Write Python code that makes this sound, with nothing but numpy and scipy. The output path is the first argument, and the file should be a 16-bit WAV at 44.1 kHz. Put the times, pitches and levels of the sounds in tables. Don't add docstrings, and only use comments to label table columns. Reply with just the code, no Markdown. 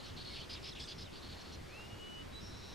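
import sys
import numpy as np
from scipy import signal
from scipy.io import wavfile
from scipy.ndimage import uniform_filter1d

SR = 44100
rng = np.random.default_rng(int(sys.argv[2]) if len(sys.argv) > 2 else 0)


def voltage_ratio(decibels):
    exponent = np.asarray(decibels, float) / 20
    return 10 ** exponent


def wav_record(signal):
    frames = np.transpose(np.atleast_2d(signal))
    bounded = np.clip(frames, -1, 1)
    quanta = np.round(bounded * 32767).astype(np.int16)
    wavfile.write(sys.argv[1], SR, quanta)


N = 120834


def evened(x):
    return x / np.sqrt(np.mean(x ** 2) + 1e-20)


def add(mix, start_s, sound):
    at = round(start_s * SR)
    sound = sound[max(-at, 0):]
    part = mix[max(at, 0):][:len(sound)]
    part += sound[:len(part)]


def drift(count, size):
    noise = rng.standard_normal(count)
    return evened(uniform_filter1d(uniform_filter1d(noise, size), size))


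def tone(hz, overtone_db):
    phase = 2 * np.pi * (np.cumsum(hz) / SR + rng.random())
    return np.sqrt(2) * (np.sin(phase) + voltage_ratio(overtone_db) * np.sin(2 * phase))


def resonate(x, hz, width_hz):
    turn = np.exp(2j * np.pi * np.cumsum(hz) / SR)
    r = np.exp(-np.pi * width_hz / SR)
    return 2 * (turn * signal.lfilter([1 - r], [1, -r], x / turn)).real


def trill(start_s, length_s, db, top_hz, bottom_hz, rate_hz, shake, puff_db, hold_s, fade_db_per_khz, scatter):
    chirp_s, hook_s, edge_s = .0175, .003, .006
    out = np.zeros(8000)
    t = np.arange(0, chirp_s, 1 / SR)
    slide = np.clip((t - hook_s - hold_s) / (chirp_s - hook_s - hold_s), 0, 1)
    drop_hz = (top_hz - bottom_hz) * slide
    hook = np.clip(1 - t / hook_s, 0, 1) ** 2
    puff_hz = max(3540, bottom_hz) + 0 * t
    chance = rng.standard_normal((8, 3))
    for k in range(8):
        rasp = 1 + .5 * drift(count=1500, size=24)[:len(t)]
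        shaking = 1 + shake * drift(count=1500, size=50)[:len(t)]
        hook_depth = .14 * (2.4 if k == 0 else 1)
        top = top_hz * (1 + scatter * .006 * chance[k, 0])
        hz = top * (1 - hook_depth * hook) - drop_hz
        voice = rasp * voltage_ratio(fade_db_per_khz * drop_hz / 1000) * tone(hz * shaking, overtone_db=-25)
        puff = rng.standard_normal(1500)[:len(t)]
        for _ in range(3):
            puff = resonate(puff, puff_hz, width_hz=3000)
        at_s = k / rate_hz
        reach = np.clip((length_s - at_s) / edge_s, 0, 1)
        shape = abs(np.sin(np.pi * t / chirp_s)) ** 0.24 * voltage_ratio(1.3 * chance[k, 1])
        chirp = reach * shape * (voice + voltage_ratio(puff_db) * evened(puff))
        add(out, at_s + .0007 * abs(chance[k, 2]), chirp)
    return start_s, voltage_ratio(db - 2) * out


# t/s, length/s, level/dB, top f/Hz, bottom f/Hz
WEAVER_TRILLS = [(-.03, 0.041, -56.5, 4250, 2650), (0.026, .045, -53, 4396, 2500),
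                 (0.088, 0.033, -62, 4300, 2650), (0.165, 0.063, -51.5, 4420, 2670),
                 (0.245, 0.075, -52, 4400, 2610), (.32, 0.07, -50.5, 4420, 2580),
                 (0.395, 0.041, -51.5, 4420, 2860), (1.128, 0.054, -57, 4650, 2810),
                 (1.22, 0.053, -55, 4420, 2800), (1.288, 0.06, -55, 4390, 2670),
                 (1.365, 0.062, -56.5, 4360, 2600), (1.442, 0.065, -58, 4400, 2680),
                 (1.518, 0.039, -57, 4300, 2440)]


def weaver_trills():
    return [trill(*row, rate_hz=82, shake=.019, puff_db=-7, hold_s=.0056, fade_db_per_khz=-1.2, scatter=1)
            for row in WEAVER_TRILLS]


# t/s, level/dB
WHISTLE = [
    (1.68, -69),
    (1.726, -61),
    (1.752, -54.5),
    (1.782, -57),
    (1.858, -58),
    (1.93, -56),
    (2.03, -55),
    (2.216, -54),
]
# t/s, half length/s, dip/dB
BREAKS = [
    (1.886, .015, -16),
    (1.975, .022, -10),
]


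def whistle():
    start_hz, plateau_hz, climb_s, creep_hz_per_s = 2100, 2860, .064, 90
    end_sag_hz, lift_s, lift_hz = 20, 2.01, 38
    s, db = np.transpose(WHISTLE)
    t = np.arange(0, s[-1] - s[0] + .015, 1 / SR)
    clock = t + s[0]
    left = t[-1] - t
    hz = plateau_hz - (plateau_hz - start_hz) * np.exp(-t / climb_s) + creep_hz_per_s * t
    hz = hz - end_sag_hz * np.exp(-left / 0.04) + 10 * drift(count=SR, size=500)[:len(t)]
    hz = hz + lift_hz / (1 + np.exp((lift_s - clock) / .015))
    dips_db = sum(dip * np.exp(-((clock - at) / half) ** 4) for at, half, dip in BREAKS)
    waver_db = 0.39 * drift(count=SR, size=300)[:len(t)]
    level = voltage_ratio(np.interp(clock, s, db) + dips_db + waver_db) * np.minimum(left / 0.01, 1)
    return s[0], level * tone(hz, overtone_db=-47)


def traced_whistle(rows):
    s, hz, db = np.transpose(rows)
    t = np.arange(s[0], s[-1], 1 / SR)
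    level = voltage_ratio(np.interp(t, s, db)) * signal.windows.tukey(len(t), .1)
    return s[0], level * tone(np.interp(t, s, hz), overtone_db=-39)


# t/s, f/Hz, level/dB
SECOND_VOICE = [
    (1.645, 4980, -74),
    (1.69, 4600, -72),
    (1.715, 4240, -68),
    (1.77, 4098, -68.5),
    (1.81, 4000, -76),
]


def second_voice():
    return traced_whistle(SECOND_VOICE)


# t/s, f/Hz, level/dB
PIPE = [
    (2.322, 3860, -68),
    (2.332, 3885, -59),
    (2.355, 3938, -52),
    (2.394, 3955, -54),
    (2.408, 3900, -64),
]


def pipe():
    return traced_whistle(PIPE)


def wheeze(rows):
    s, rate_hz, hz, db, alternate = np.transpose(rows)
    t = np.arange(s[0], s[-1], 1 / SR)
    jitter = 1 + .005 * drift(count=SR, size=300)[:len(t)]
    turns = np.cumsum(np.interp(t, s, rate_hz) * jitter) / SR
    pulses = sum(np.cos(2 * np.pi * k * turns) for k in range(8, 26))
    pulses = pulses * (1 + np.interp(t, s, alternate) * np.cos(np.pi * turns))
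    drive = evened(pulses) + 1.05 * rng.standard_normal(SR)[:len(t)]
    centre_hz = np.interp(t, s, hz)
    once = resonate(drive, centre_hz, width_hz=420)
    twice = resonate(once, centre_hz, width_hz=420)
    skirt_db = -8
    return s[0], voltage_ratio(np.interp(t, s, db)) * evened(twice + voltage_ratio(skirt_db) * once)


# t/s, pulse rate f/Hz, resonance f/Hz, level/dB, strong-weak share
LOW_WHEEZE = [
    (2.40, 278, 3830, -65, .5),
    (2.46, 283, 3880, -64.5, .6),
    (2.54, 287, 3950, -62, .6),
    (2.59, 280, 3980, -63, .5),
    (2.63, 271, 3930, -59.5, .4),
    (2.65, 270.5, 3910, -58.5, .3),
    (2.75, 270, 3900, -59.5, .35),
]


def low_wheeze():
    return wheeze(LOW_WHEEZE)


# t/s, pulse rate f/Hz, resonance f/Hz, level/dB, strong-weak share
HIGH_WHEEZE = [
    (2.402, 266, 5150, -67, .2),
    (2.414, 272, 5330, -61, .2),
    (2.435, 276, 5460, -59, .15),
    (2.475, 276, 5440, -58, .15),
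    (2.515, 275, 5400, -63, .35),
    (2.66, 277, 5540, -64, .5),
    (2.75, 277.5, 5630, -61.5, .6),
]


def high_wheeze():
    return wheeze(HIGH_WHEEZE)


# t/s, length/s, level/dB, top f/Hz, bottom f/Hz
NEIGHBOUR_TRILLS = [(.045, 0.061, -61.5, 5600, 2940), (0.299, 0.08, -61, 5340, 2740),
                    (.396, .008, -60, 6000, 4000), (.494, 0.06, -48, 5050, 3140),
                    (0.624, .008, -56, 5000, 3870), (0.641, 0.056, -49, 5150, 3020),
                    (.702, .008, -60, 5800, 4500), (0.795, 0.04, -48.5, 5220, 3360),
                    (.872, 0.053, -52, 4900, 3200), (0.945, 0.03, -63, 5620, 2920),
                    (0.981, 0.056, -51, 5200, 2940), (1.398, 0.02, -63, 5620, 4800),
                    (1.52, 0.03, -59, 5700, 4700), (0.308, .04, -72, 9700, 8200),
                    (0.785, 0.08, -67, 8400, 7150), (.885, .02, -72, 8500, 7600),
                    (0.84, 0.08, -62.5, 6040, 5000)]


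def neighbour_trills():
    return [trill(*row, rate_hz=85, shake=.03, puff_db=-5.5, hold_s=.005, fade_db_per_khz=-2.6, scatter=2.5)
            for row in NEIGHBOUR_TRILLS]


# t/s, length/s, level/dB, top f/Hz, bottom f/Hz
LOW_TRILLS = [
    (0.35, 0.046, -54, 3800, 2340),
    (0.49, 0.08, -58, 4000, 2050),
    (0.632, 0.05, -55.5, 4200, 2100),
    (0.76, .008, -63, 4200, 2500),
    (0.749, 0.046, -53.5, 4100, 2230),
    (0.873, 0.045, -56.5, 3600, 2660),
    (1.115, .05, -64, 4100, 2400),
    (0.21, .03, -62, 4900, 1800),
    (0.054, 0.043, -58, 5000, 2400),
]


def low_trills():
    slide_at_once_s = -.003
    return [trill(*row, rate_hz=80, shake=.019, puff_db=-7, hold_s=slide_at_once_s, fade_db_per_khz=.5,
                  scatter=2.5) for row in LOW_TRILLS]


# t/s, length/s, level/dB, first f/Hz, last f/Hz
CHIPS = [(.30, .04, -60.5, 2230, 2160), (0.405, 0.017, -54, 3120, 2980), (0.55, 0.02, -57, 3400, 3260),
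         (0.558, 0.032, -60, 4050, 3280), (0.682, .014, -56, 3450, 3300), (0.714, 0.024, -55.5, 4180, 3230),
         (0.728, .013, -63, 7100, 4600), (0.803, 0.016, -51.5, 3480, 3330),
         (0.838, 0.022, -55.5, 4050, 3350), (0.917, 0.018, -53.5, 3600, 3300),
         (1.052, .02, -59, 3950, 3400), (1.07, .018, -65, 3300, 2500), (1.183, 0.06, -65.5, 3760, 3600)]


def chip(start_s, length_s, db, first_hz, last_hz):
    u = np.arange(0, length_s, 1 / SR) / length_s
    husk = 1 + .4 * drift(count=3000, size=60)[:len(u)]
    hz = first_hz + (last_hz - first_hz) * u ** 1.29
    return start_s, voltage_ratio(db + 2.0) * husk * np.sin(np.pi * u) ** 0.23 * tone(hz, overtone_db=-19)


def foliage(x):
    t60_s, gap_s = .15, .003
    t = np.arange(SR // 3) / SR
    tail = rng.standard_normal((2, len(t))) * voltage_ratio(-60 * t / t60_s) * (t > gap_s)
    return signal.fftconvolve(x[None], tail / np.linalg.norm(tail[0]), axes=1)[:, :N]


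def air(spectrum, db, patchy_db, swell_db):
    frames = N // 512 + 6
    hz = np.fft.rfftfreq(2048, 1 / SR)
    a, b, patches = rng.standard_normal((frames, 1025, 3)).T
    patches = uniform_filter1d(uniform_filter1d(patches, size=20, axis=0), size=6, axis=1)
    f, level = np.transpose(spectrum)
    colour_db = np.interp(np.log(hz + 1), np.log(f + 1), level, right=-100)
    swell = swell_db * drift(count=frames, size=12)
    z = (a + 1j * b) * voltage_ratio(colour_db[:, None] + patchy_db * evened(patches) + swell)
    return voltage_ratio(db) * evened(signal.istft(z, nperseg=2048, noverlap=1536)[1][:N])


# f/Hz, level/dB per Hz
AIR_MID = [(220, -17), (380, -0.5), (587, -3), (4620, -11), (7710, -20), (11700, -27), (14100, -30.5),
           (15500, -32)]


def mid_air():
    return air(AIR_MID, db=-56.5, patchy_db=1.18, swell_db=0.4)


# f/Hz, level/dB per Hz
AIR_SIDE = [(18, -43), (30, -32), (135, -1.5), (466, -4), (864, -12), (4090, -25.5), (6550, -35.5),
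            (8590, -34.5), (11000, -52.5), (14300, -48), (22000, -120)]


def side_air():
    return air(AIR_SIDE, db=-54.5, patchy_db=0.1, swell_db=1.0)


# f/Hz, level/dB per Hz
RUMBLE = [(8.8, -32), (15, -7), (76, 1), (400, -13), (520, -29.5), (880, -120)]


def rumble():
    return air(RUMBLE, db=-53, patchy_db=1.65, swell_db=0.27)


def scene():
    birds = np.zeros(N)
    calls = weaver_trills() + [whistle(), second_voice(), pipe(), low_wheeze(), high_wheeze()]
    calls += neighbour_trills() + low_trills() + [chip(*row) for row in CHIPS]
    for call in calls:
        add(birds, *call)
    echo_db = -11
    mid = mid_air() + rumble()
    side = np.array([[1.], [-1.]]) * side_air()
    return birds + voltage_ratio(echo_db) * foliage(birds) + mid + side


def band_limit(x):
    return signal.sosfilt(signal.butter(12, 15640, fs=SR, output="sos"), x)


def record(dry):
    mix = dry + 0.00037
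    return band_limit(mix)


dry = scene()
out = record(dry)
wav_record(out)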